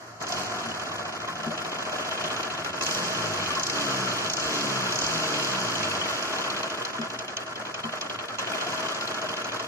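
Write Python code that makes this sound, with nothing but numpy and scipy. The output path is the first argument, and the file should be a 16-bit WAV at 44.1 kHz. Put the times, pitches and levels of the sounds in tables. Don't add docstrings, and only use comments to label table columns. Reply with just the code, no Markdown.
import sys
import numpy as np
from scipy import signal
from scipy.fft import rfft, irfft
from scipy.io import wavfile
from scipy.ndimage import uniform_filter1d

SR = 44100
rng = np.random.default_rng(int(sys.argv[2]) if len(sys.argv) > 2 else 0)


def wrap_up_sound(samples):
    columns = np.atleast_2d(samples).T
    tamed = np.clip(columns, -1, 1)
    steps = np.round(tamed * 32767).astype(np.int16)
    wavfile.write(sys.argv[1], SR, steps)


def field_ratio(decibels):
    return 10 ** (np.asarray(decibels, dtype=float) / 20)


N = 426447
HZ = np.maximum(np.fft.rfftfreq(N, 1 / SR), 5)

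# pitch_hz, level_db (per Hz)
METAL_COLOUR = [(250, -0.5), (400, -2), (1500, -1.5), (2000, -5.5), (3000, -4.5), (5000, -4), (6500, -1),
                (7800, -7.5), (9000, -13.5), (12000, -17.5), (15500, -24)]
# start_s, piston_knock_db, fin_ping_db
HARD_FIRINGS = [(0.321, -33, -33), (1.275, -38, -46), (1.431, -36, -42), (2.111, -29, -44),
                (2.429, -32, -38.5), (2.646, -35, -42), (2.863, -24, -30), (3.595, -32, -30),
                (3.6635, -46, -40), (4.333, -52, -28), (4.956, -44, -27), (6.63, -28, -35),
                (6.6993, -35, -44), (6.8493, -51, -34), (7.015, -38, -48), (7.1, -35, -44),
                (7.1882, -32, -35), (7.2793, -31, -42.5), (7.367, -28.5, -32.5), (7.559, -34, -48),
                (7.742, -32, -39), (7.833, -33, -60), (8.0112, -29, -33.5), (8.0975, -30, -48),
                (8.1874, -29.5, -52), (8.2844, -34, -52), (8.3843, -26, -37), (9.0088, -32, -51),
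                (9.142, -42, -38.5), (9.444, -34, -39.5)]
THROTTLE_OPEN = [.26, 2.80, 3.58, 4.28, 4.94]
# load_ping_db, snap_depth (0 none, about 1 full), overrun_drone_db, drone_length_s
THROTTLE_BLIPS = [(-24, 0, -31.5, 0.19), (-17, 0, -35, 0.74), (-15, 0.7, -38.5, 0.81),
                  (-15.5, 1.15, -36.5, 0.9), (-15, 0.35, -41, 1.17)]


def rms_one(x):
    return x / np.sqrt(np.mean(x ** 2) + 1e-20)


def in_time(rows):
    s, *columns = np.transpose(rows)
    return [np.interp(np.arange(N) / SR, s, c) for c in columns]


def shaped(x, points):
    hz, db = np.transpose(points)
    return irfft(rfft(x) * field_ratio(np.interp(np.log(HZ), np.log(hz), db)), N)


def resonate(x, modes, sign=-1):
    out = 0
    for k, (hz, width_hz, db) in enumerate(modes):
        r = np.exp(-np.pi * width_hz / SR)
        b = np.array([1, 0, -1]) * (1 - r * r) / 2
        a = [1, -2 * r * np.cos(2 * np.pi * hz / SR), r * r]
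        out = out + sign ** k * field_ratio(db) * signal.lfilter(b, a, x + 1e-18)
    return out


def dying(at_s, sizes, decay_s):
    kicks = np.bincount(np.clip((at_s * SR).astype(int), 0, N - 1), sizes, N)
    return signal.lfilter([1], [1, -np.exp(-1 / (decay_s * SR))], kicks + 1e-18)


def swell(s, length, skew=0.31):
    return np.sin(np.pi * np.clip((np.arange(N) / SR - s) / length, 0, 1) ** skew) ** 2


def grains(spread_db, per_s, weight):
    sizes = field_ratio(spread_db * np.minimum(rng.exponential(1, N), 4))
    taps = (rng.random(N) < per_s / SR) * sizes
    return rng.standard_normal((2, N)) * (1 + weight * signal.lfilter([1], [1, -.97], taps))


def widen(pair, alike=0.0057, lag=97):
    # pitch_hz, side_minus_centre_db
    side_level = [(60, -13), (200, -18), (380, -7.5), (700, -6), (1650, -1.5), (2380, 2), (3150, 8.5),
                  (3800, 7), (4500, 0.5), (8120, -0.5), (15000, 1)]
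    own = np.sqrt(1 - min(alike, 1)) * pair[1]
    delayed = np.sqrt(max(alike, 0)) * np.roll(pair[0], int(lag))
    side = shaped(own + delayed, side_level)
    return np.array([pair[0] + side, pair[0] - side])


def workshop():
    air = field_ratio(-54.5) * rms_one(shaped(rng.standard_normal((2, N)), METAL_COLOUR))
    hum = rms_one(resonate(rng.standard_normal(N), [(114.9, 3.0, 0)]))
    return air + field_ratio(-57) * hum


def crank():
    # start_s, cycles_done, cycle_length_s
    turning = [(.204, 0, .066), (.365, 3, .041), (1.2, 18, .079), (2.302, 34, .062), (2.81, 41, .066),
               (2.982, 45, .032), (3.55, 60, .047), (3.729, 65, .026), (4.26, 82, .039), (4.397, 86, .026),
               (4.922, 104, .035), (5.04, 108, .023), (6.036, 140, .044), (6.85, 154, .078),
               (7.651, 163, .094), (8.384, 171, .092), (8.826, 178, .054), (9.669, 190, .078)]
    s, done, length = np.transpose(turning)
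    done = np.round(done)
    number = np.arange(done[-1] + 1)
    k = np.clip(np.searchsorted(done, number, side="right") - 1, 0, len(done) - 2)
    span = done[k + 1] - done[k]
    u = (number - done[k]) / span
    even = s[k] + (s[k + 1] - s[k]) * u * u * (3 - u - u)
    even = even + span * u * (1 - u) * ((1 - u) * length[k] - u * length[k + 1])
    hard_s = np.transpose(HARD_FIRINGS)[0]
    hard = abs(even - hard_s[:, None]).argmin(axis=1)
    late = np.zeros(len(even))
    late[hard] = hard_s - even[hard]
    known = np.union1d(done.astype(int), hard)
    starts = even + np.interp(number, known, late[known])
    turns = np.interp(np.arange(N) / SR, even, number)
    return starts, hard, uniform_filter1d(uniform_filter1d(turns, size=3001), size=3001)


def controls(starts):
    # start_s, level_db
    shaking = [(0, -48), (.195, -49.5), (.21, -33), (.54, -34.5), (1.3, -36), (2.29, -31), (2.72, -34),
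               (2.82, -31), (3.53, -30.5), (4.6, -30), (5.5, -29.5), (6.45, -30.5), (7.35, -38),
               (8.0, -35.5), (8.37, -37), (8.4, -31), (8.78, -31.5), (9.67, -34)]
    usual_db, usual_per_s = -34, 20
    per_s = 1 / np.interp(np.arange(N) / SR, starts, np.gradient(starts))
    return in_time(shaking)[0] - usual_db, np.log2(per_s / usual_per_s)


def firings(starts, hard, effort_db):
    knock_usual_db, ping_usual_db, uneven_db, load_s = -32.5, -32, 2.5, .14
    usual_db = effort_db[np.minimum((starts * SR).astype(int), N - 1)]
    uneven = uneven_db * rng.standard_normal((len(starts), 2)).T
    knock_db, ping_db = usual_db + uneven + [[knock_usual_db], [ping_usual_db]]
    for s, (db, *_) in zip(THROTTLE_OPEN, THROTTLE_BLIPS):
        ping_db[(starts > s) & (starts < s + load_s)] = db
    ping_db += 2.5 * rng.standard_normal(len(starts))
    knock_db[hard], ping_db[hard] = np.transpose(HARD_FIRINGS)[1:] + [[2.5], [14]]
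    jolt_db = 0.09 * (knock_db - usual_db - knock_usual_db)
    return knock_db, ping_db, jolt_db


def frame_boom():
    # start_s, level_db
    boom_level = [(0, -74), (.22, -57), (.4, -53), (.6, -49), (2.6, -51), (3.0, -48.5), (6.3, -59),
                  (7, -71), (9.67, -64)]
    # pitch_hz, width_hz, level_db
    frame_modes = [(99.4, 42, -4), (160.4, 19, -1), (212, 14, -5.5)]
    boom = resonate(rng.standard_normal(N), frame_modes, sign=1)
    return field_ratio(in_time(boom_level)[0]) * rms_one(resonate(boom, frame_modes, sign=1))


def gulps():
    # start_s, level_db, length_s
    breaths = [(2.846, -58, 0.15), (3.604, -48, 0.12), (4.403, -45, 0.2), (5.027, -45, 0.25)]
    intake = [(76, 36, 0)]
    air = rms_one(resonate(resonate(rng.standard_normal(N), intake), intake))
    return air * sum(field_ratio(db) * swell(s, length) for s, db, length in breaths)


def thuds():
    # start_s, level_db, length_s
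    late_burns = [(0.637, -36, 0.14), (1.465, -24.5, 0.087), (6.99, -27, 0.1), (7.844, -29.5, 0.1)]
    # pitch_hz, width_hz, level_db
    silencer_modes = [(159.4, 25, -11.5), (229, 22, -1.5), (329, 25, -15.5), (396, 30, -13.5)]
    t = np.arange(N) / SR
    return sum(field_ratio(db + d) * swell(s, length) * np.sin(2 * np.pi * hz * (t - s))
               for s, db, length in late_burns for hz, width_hz, d in silencer_modes)


def pipe_gain(hz):
    # pitch_hz, width_hz, level_db
    pipe_modes = [(98, 27, -8.5), (130.6, 9.6, -5), (163, 8.6, -6.5), (187, 16, -1), (292.5, 28, 3),
                  (363, 21, 3), (457, 27, 7)]
    grid = np.arange(1000.)
    lift = .09 + sum(field_ratio(db) / np.sqrt(1 + (2 * (grid - at_hz) / width_hz) ** 2) ** 1.5
                     for at_hz, width_hz, db in pipe_modes)
    return np.interp(hz, grid, lift)


def drone(turns):
    # multiple_of_cycle_rate, level_db
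    multiples = [(1, -20), (2, -35), (3, -39), (4, -5), (5, -53), (6, -6), (7, -51), (8, -10), (9, -28),
                 (10, -15.5), (11, -40), (12, -15), (13, -29), (14, -18), (16, -21)]
    # start_s, cycles_per_s, drone_trim_db
    revs = [(2.85, 27, -10), (2.97, 32.3, -8), (3.26, 27.2, -1), (3.51, 22.6, 0), (3.62, 26.2, -6),
            (3.76, 37.3, 4), (3.98, 32.7, 3), (4.27, 26.7, 1), (4.32, 29.7, -8), (4.48, 38.2, -2),
            (4.55, 37.2, 1), (4.75, 33.3, 2), (4.92, 29.8, -2), (5.06, 39.3, 0), (5.18, 40.9, 5),
            (5.39, 35.6, 4), (5.58, 31.2, 3), (5.96, 24, 7), (6.3, 19.6, -3)]
    per_s, trim_db = in_time(revs)
    before_blips = np.arange(N) < revs[0][0] * SR
    turns = np.cumsum(np.where(before_blips, np.gradient(turns), per_s / SR))
    per_s = np.gradient(turns) * SR
    offsets = rng.uniform(0, 2 * np.pi, len(multiples))
    tone = sum(field_ratio(db) * pipe_gain(round(k) * per_s) * np.sin(2 * np.pi * round(k) * turns + p)
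               for (k, db), p in zip(multiples, offsets))
    wait_s, skew, peaked = .06, .7, .45
    swells = sum(field_ratio(db) * swell(s + wait_s, length, skew) ** peaked
                 for s, (*_, db, length) in zip(THROTTLE_OPEN, THROTTLE_BLIPS))
    return field_ratio(5.5 + trim_db) * swells * tone


def exhaust(turns, effort_db, speed):
    # pitch_hz, level_db (per Hz)
    pipe_colour = [(18, -61), (30, -28), (45, -31), (75, -2), (119, 5.5), (215, 8), (250, 1), (354, 12),
                   (529, -4), (600, 8.5), (780, 4.5), (1320, -120)]
    rumble = rms_one(shaped(rng.standard_normal((2, N)), pipe_colour))
    rumble = field_ratio(-45 + 0.72 * effort_db + 1.5 * speed) * rumble
    low = drone(turns) + thuds() + gulps() + frame_boom()
    return widen(rumble, alike=0.071) + low * field_ratio([[.8], [-.8]])


def strikes(rows, trim_db, decay_s, rough, rise, size):
    t = np.arange(2000) / SR
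    out, luck = np.zeros((2, N + 2000)), rng.standard_normal((len(rows), 2, 2000))
    shape = (1 - np.exp(-t / (rise * decay_s))) * np.exp(-t / decay_s)
    for (s, db, hz), noise in zip(rows, luck):
        at = int((s - .001) * SR)
        wobble = 1 + rough * uniform_filter1d(noise, size=size) * np.sqrt(size)
        tone = np.sin(2 * np.pi * hz * t + [[0], [noise[0, 0]]])
        out[:, at:at + 2000] += field_ratio(db + trim_db) * shape * wobble * tone
    return widen(signal.sosfilt(signal.butter(2, 250, "high", fs=SR, output="sos"), out[:, :N]))


def clacks():
    # start_s, peak_db, pitch_hz
    case_hits = [(0.212, -25, 1310), (0.374, -19, 1066), (0.91, -21, 1130), (1.281, -17.5, 1068),
                 (1.438, -18, 635), (1.512, -17, 616), (1.658, -23, 660), (1.928, -18, 612),
                 (1.994, -18, 623), (2.123, -20.5, 1336), (2.25, -20, 1070), (2.581, -27, 1055),
                 (2.659, -18, 1380), (2.738, -23, 650), (2.809, -17, 1074), (2.902, -20, 637),
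                 (2.988, -33, 1220), (3.027, -36, 1370), (3.239, -22, 636), (3.337, -33, 597),
                 (3.504, -17, 1164), (3.569, -13.5, 1071), (3.736, -27, 1330), (3.878, -17, 1310),
                 (3.968, -32, 1276), (4.068, -18.5, 1350), (4.378, -18.5, 1347), (4.628, -36, 1140),
                 (4.706, -33, 1354), (4.862, -17, 1401), (5.219, -20, 630), (5.565, -25, 1054),
                 (5.645, -21, 1121), (5.814, -32, 1144), (5.851, -44, 1380), (6.098, -18, 1394),
                 (6.247, -22, 1415), (6.36, -22, 754), (6.392, -20, 1007), (6.476, -22, 1086),
                 (6.565, -33, 1220), (6.951, -19.5, 1020), (7.851, -21, 1033), (7.935, -24, 615),
                 (8.029, -29, 676), (8.097, -23, 607), (8.299, -25, 1310), (8.39, -19, 1053),
                 (8.473, -21, 683), (8.541, -17, 637), (8.663, -19, 702), (8.728, -19, 995),
                 (8.921, -20, 1160), (8.983, -26, 1430), (9.02, -22, 1390), (9.235, -17.5, 625),
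                 (9.378, -21, 1410), (9.456, -24, 610), (9.535, -30, 1280), (9.598, -22, 1085)]
    return strikes(case_hits, -6, 0.014, rough=0.56, rise=0.3, size=25)


def ticks():
    # start_s, peak_db, pitch_hz
    fin_hits = [(0.2063, -35, 6470), (0.2228, -27, 6440), (0.3223, -21, 5700), (2.431, -23, 4640),
                (2.6455, -25, 5280), (2.8104, -27, 5860), (2.8284, -23, 6530), (2.865, -29, 6900),
                (2.9098, -19, 5840), (2.9474, -18, 5750), (3.5537, -20, 5140), (3.5961, -22, 5780),
                (3.634, -23, 6270), (3.667, -15.5, 5670), (3.6977, -18, 5060), (4.299, -21, 5800),
                (4.3346, -17, 5600), (4.3671, -27, 6380), (4.3972, -29, 6300), (4.4257, -31, 5960),
                (4.6088, -19, 5220), (4.9237, -19, 5450), (4.956, -25, 5810), (4.986, -27, 5900),
                (5.0136, -23, 5730), (5.041, -21, 5050), (5.0645, -25, 5100), (5.1002, -32, 4280),
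                (5.1226, -33, 6230), (5.1461, -26, 5040), (5.399, -26, 5020), (5.4465, -19, 4800),
                (5.754, -24, 6750), (6.0954, -26, 4780), (6.2241, -22, 5100), (6.3857, -25, 4160),
                (6.501, -20.5, 4290), (6.5649, -26, 4760), (6.6302, -26, 4200), (6.7004, -28, 5100),
                (6.774, -34, 5030), (6.85, -21, 4170), (7.0143, -26, 5090), (7.1879, -29, 5150),
                (7.3685, -26, 4570), (7.5561, -30, 5150), (7.7412, -31, 5300), (8.0096, -25.5, 4530),
                (8.0974, -30.5, 4980), (8.2825, -31, 4630), (8.3937, -24, 6080), (8.8856, -26, 5100),
                (8.946, -28, 5070), (9.0098, -23, 5160), (9.0757, -22, 4150), (9.1446, -25.5, 4320),
                (9.2887, -25, 5170), (9.366, -30, 5040), (9.4428, -31, 6000), (9.598, -26, 5100)]
    return strikes(fin_hits, -3.5, 0.0043, rough=0.9, rise=0.44, size=11)


def raps():
    # start_s, peak_db, pitch_hz
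    cover_hits = [(0.7137, -27, 2950), (1.5872, -34, 2770), (2.182, -30, 2480), (2.4048, -39, 2550),
                  (2.647, -30, 2690), (2.809, -22, 2630), (2.8902, -23, 2300), (2.983, -32, 2670),
                  (3.2758, -28, 2200), (3.399, -25, 2290), (3.53, -25, 2630), (3.6964, -24, 2160),
                  (3.7792, -36, 2580), (3.8381, -29, 2240), (3.9094, -28, 2520), (5.198, -32, 2760),
                  (5.2523, -25, 2190), (5.2896, -34, 2300), (5.3591, -27, 2160), (5.5467, -32, 2668),
                  (5.7542, -22, 3030), (5.9126, -21, 2630), (6.0146, -21, 3030), (6.0584, -25, 2270),
                  (6.417, -27, 3010), (6.539, -35, 2240), (6.6297, -44, 2510), (6.7001, -36, 2970),
                  (6.8178, -34, 3080), (7.0133, -32, 2520), (7.1003, -34, 2660), (7.3685, -29, 3040),
                  (7.5556, -33, 3180), (7.667, -32, 2470), (7.7417, -29, 2450), (7.84, -25, 3110),
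                  (8.0096, -38, 2490), (8.0973, -27, 3260), (8.2845, -37, 3050), (8.387, -26, 2650),
                  (8.5356, -20.5, 2440), (8.6032, -28, 2560), (8.8273, -34, 2680), (8.8656, -27, 3060),
                  (9.1425, -32, 2530), (9.288, -31, 3100), (9.3321, -29, 3130), (9.4444, -33, 2500),
                  (9.5187, -33, 2420), (9.597, -32.5, 2670)]
    return strikes(cover_hits, -3.5, 0.0052, rough=0.7, rise=0.43, size=25)


def knock(starts, knock_db, ping_db):
    # pitch_hz, width_hz, level_db
    barrel_modes = [(1017, 200, -2.5), (2480, 370, -1.5), (3140, 470, -2.5), (4210, 230, -2)]
    # pitch_hz, width_hz, level_db
    fin_modes = [(5100, 260, -3.5), (6180, 410, -5), (6650, 270, -4.5), (10200, 4600, -59)]
    rise = 90
    slap = uniform_filter1d(dying(starts, field_ratio(knock_db + 4.0), .015), size=2 * rise)
    slap = slap * rng.standard_normal((2, N))
    ping = dying(starts, field_ratio(ping_db + 7.5), .0045)
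    ping = uniform_filter1d(ping, size=rise, origin=rise // 3) * rng.standard_normal((2, N))
    return widen(resonate(slap, barrel_modes) + resonate(ping, fin_modes))


def early_ring():
    # start_s, level_db
    buzz_level = [(0, -77), (.2, -51), (.3, -39.5), (.6, -43.5), (1.2, -46.5), (1.6, -43), (2.5, -45.5),
                  (3.2, -76)]
    buzz = resonate(grains(5.0, 40, 0.71), [(696, 17, -2), (734, 33, 0)])
    return field_ratio(in_time(buzz_level)[0]) * rms_one(buzz)


def lull(starts):
    t = np.arange(N) / SR
    place = np.interp(t, starts, np.arange(len(starts))) % 1
    depth_db = -112 * np.clip(np.interp(t, starts, np.gradient(starts)) - .03, 0, .07)
    return field_ratio(depth_db * np.clip((place - .72) / 0.043, 0, 1))


def clatter(starts, effort_db, speed, jolt_db):
    # place (0-1), decay_s, crankcase_db, cover_db, fins_db, air_db
    contacts = [(0.0, 0.0005, -14, -10, -1, -60), (.18, 0.0046, -5, 28, -5.5, 2),
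                (.33, 0.016, -22, 4, -7.5, 13.5), (.45, 0.0044, -6, 24, -13, 13),
                (.59, 0.096, -10.5, 62, -12, 5), (.7, 0.022, -34, -17, -12, 17)]
    # pitch_hz, width_hz, level_db
    engine_modes = [(471, 12, 0), (637.5, 27.6, 11.5), (1070, 132, 6), (1186, 36, 2.5), (1353, 106, 12.5),
                    (1700, 35, 16.5), (2300, 1000, 5.5), (3000, 290, -12.5), (4700, 970, 0), (6380, 100, -28),
                    (8950, 250, -4), (10950, 250, -3), (12300, 200, -5), (13460, 200, -5), (14630, 200, 0)]
    engine_parts = [
        (-35.5, 0.75, 0.5, -3.5),
        (-48, 1.38, 0, -8),
        (-45, 0.9, 4.5, -1.5),
        (-54.5, 0.89, 2, -5),
    ]
    edges_hz = [200, 1950, 4000, 8200, 16000]
    length, luck = np.gradient(starts), rng.standard_normal((len(starts), len(contacts), 6))
    hush = lull(starts)
    out = early_ring()
    opening = sum(depth * swell(s - .01, 0.21, 0.72)
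                  for s, (_, depth, *_) in zip(THROTTLE_OPEN, THROTTLE_BLIPS))
    flare_db = 10 * dying(np.array(THROTTLE_OPEN[:2]) + 0.022, [.6, 1], 0.11)
    tap_weights = [0.54, 0.71, 0.69, 0.14]
    for part, ((db, share, speed_db, lift_db), weight) in enumerate(zip(engine_parts, tap_weights)):
        level_db = db + share * effort_db + speed_db * speed + lift_db * opening
        level_db += (part > 1) * flare_db
        uneven_db = 1.6 * luck[:, :, 1] + 1.8 * luck[:, :, 2 + part]
        shake = .3
        for k, c in enumerate(contacts):
            at_s = starts + (c[0] + 0.036 * luck[:, k, 0]) * length
            shake = shake + dying(at_s, field_ratio(c[2 + part] + uneven_db[:, k] + jolt_db), c[1])
        shake = uniform_filter1d(shake * hush, size=160)
        shake = shake / np.sqrt(uniform_filter1d(shake ** 2, size=9000))
        impacts = shake * grains(1.54, 200, weight)
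        modes = [m for m in engine_modes if edges_hz[part] < m[0] < edges_hz[part + 1]]
        band = signal.butter(4, edges_hz[part:part + 2], "band", fs=SR, output="sos")
        ringing = shaped(impacts + resonate(impacts, modes, sign=0.74), METAL_COLOUR)
        out = out + field_ratio(level_db) * rms_one(signal.sosfilt(band, ringing))
    return widen(out)


def scene():
    starts, hard, turns = crank()
    effort_db, speed = controls(starts)
    knock_db, ping_db, jolt_db = firings(starts, hard, effort_db)
    engine = clatter(starts, effort_db, speed, jolt_db) + knock(starts, knock_db, ping_db)
    engine = engine + exhaust(turns, effort_db, speed) + workshop()
    return engine + clacks() + ticks() + raps()


def thin_out(mid_side):
    # start_s, reach_hz
    fray = [(0, 250), (.7, 220), (.9, 620), (1.35, 560), (1.5, 340), (1.9, 400), (2.05, 200), (2.3, 90),
            (3.2, 130), (3.45, 380), (3.65, 150), (3.85, 330), (4.0, 130), (4.45, 260), (4.6, 130),
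            (9.67, 110)]
    # pitch_hz, level_db
    starve = [(1500, -18), (2800, -5), (4300, -9), (6500, -5), (8300, .3), (11000, .3), (13500, .6),
              (15500, 1.5)]
    # pitch_hz, level_db
    top_edge = [(12000, -16), (13500, -7), (14600, -2), (15500, 1)]
    hz, s, z = signal.stft(mid_side, SR, nperseg=1536)
    hz, wander = hz[:, None], uniform_filter1d(rng.standard_normal((4, len(s))), size=3, axis=1)
    notch_width = 190 + 90 * np.tanh(wander[1])
    z = z * field_ratio(-18 * np.exp(-((hz - 8230 - 120 * wander[0]) / notch_width) ** 2))
    z = z * field_ratio(-9 * np.exp(-((hz - 10200 - 120 * wander[3]) / 130) ** 2))
    gap_hz = 3640
    bright = (abs(z[0, 150:260]) ** 2).sum(axis=0)
    calm = bright < 5.5 * uniform_filter1d(bright, size=9)
    fray_hz = np.interp(s, *np.transpose(fray))
    reach = fray_hz * rng.exponential(1, len(s)) ** .8
    low, high = gap_hz - 210 - .5 * reach, gap_hz + 170 + 170 * abs(wander[2])
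    slots = rng.random((len(hz) // 4 + 1, len(s) // 2 + 1))
    slots = slots.repeat(4, axis=0).repeat(2, axis=1)[:len(hz), :len(s)]
    frayed = (hz > 2550) & (hz < low) & (slots < (fray_hz / 1150) ** 2)
    z[0] *= field_ratio(-48 * calm * (((hz > low) & (hz < high)) | frayed))
    power = abs(z) ** 2 + 1e-20
    power = np.where(hz > 6800, power.sum(axis=0), power)
    near = uniform_filter1d(power, size=41, axis=1)
    usual = near.mean(axis=2, keepdims=True) * np.where(s < .23, 1e-3, 1)
    patches = uniform_filter1d(rng.standard_normal(z.shape[1:]), size=9, axis=0)
    patches = uniform_filter1d(patches, size=3, axis=1)
    starve_db = np.interp(hz, *np.transpose(starve)) + 6 * patches
    bar = near ** .89 * usual ** .11 * field_ratio(2 * starve_db)
    keep = (uniform_filter1d(power, size=7, axis=1) > bar) & (hz < 15560)
    edge_db = np.interp(hz, *np.transpose(top_edge))
    keep &= (hz < top_edge[0][0]) | (near > usual * field_ratio(2 * edge_db))
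    return signal.istft(z * keep, SR, nperseg=1536)[1][:, :N]


def band_limit(x):
    return signal.sosfilt(signal.butter(12, 15560, fs=SR, output="sos"), x)


def record(dry):
    # pitch_hz, left_minus_right_db
    port_lean = [(60, 1.5), (110, 1.0), (200, 1.5), (380, 2.0), (700, 0.5), (1290, -0.5), (2380, 1.0),
                 (4400, -1.5), (8120, -0.5), (15000, 4.5)]
    dry = signal.sosfilt(signal.butter(2, 50, "high", fs=SR, output="sos"), dry)
    left = shaped(dry[0], np.multiply(port_lean, [1, .5]))
    right = shaped(dry[1], np.multiply(port_lean, [1, -.5]))
    mid, side = thin_out(np.array([left + right, left - right]) / 2)
    return band_limit(np.array([mid + side, mid - side]))


dry = scene()
out = record(dry)
wrap_up_sound(out)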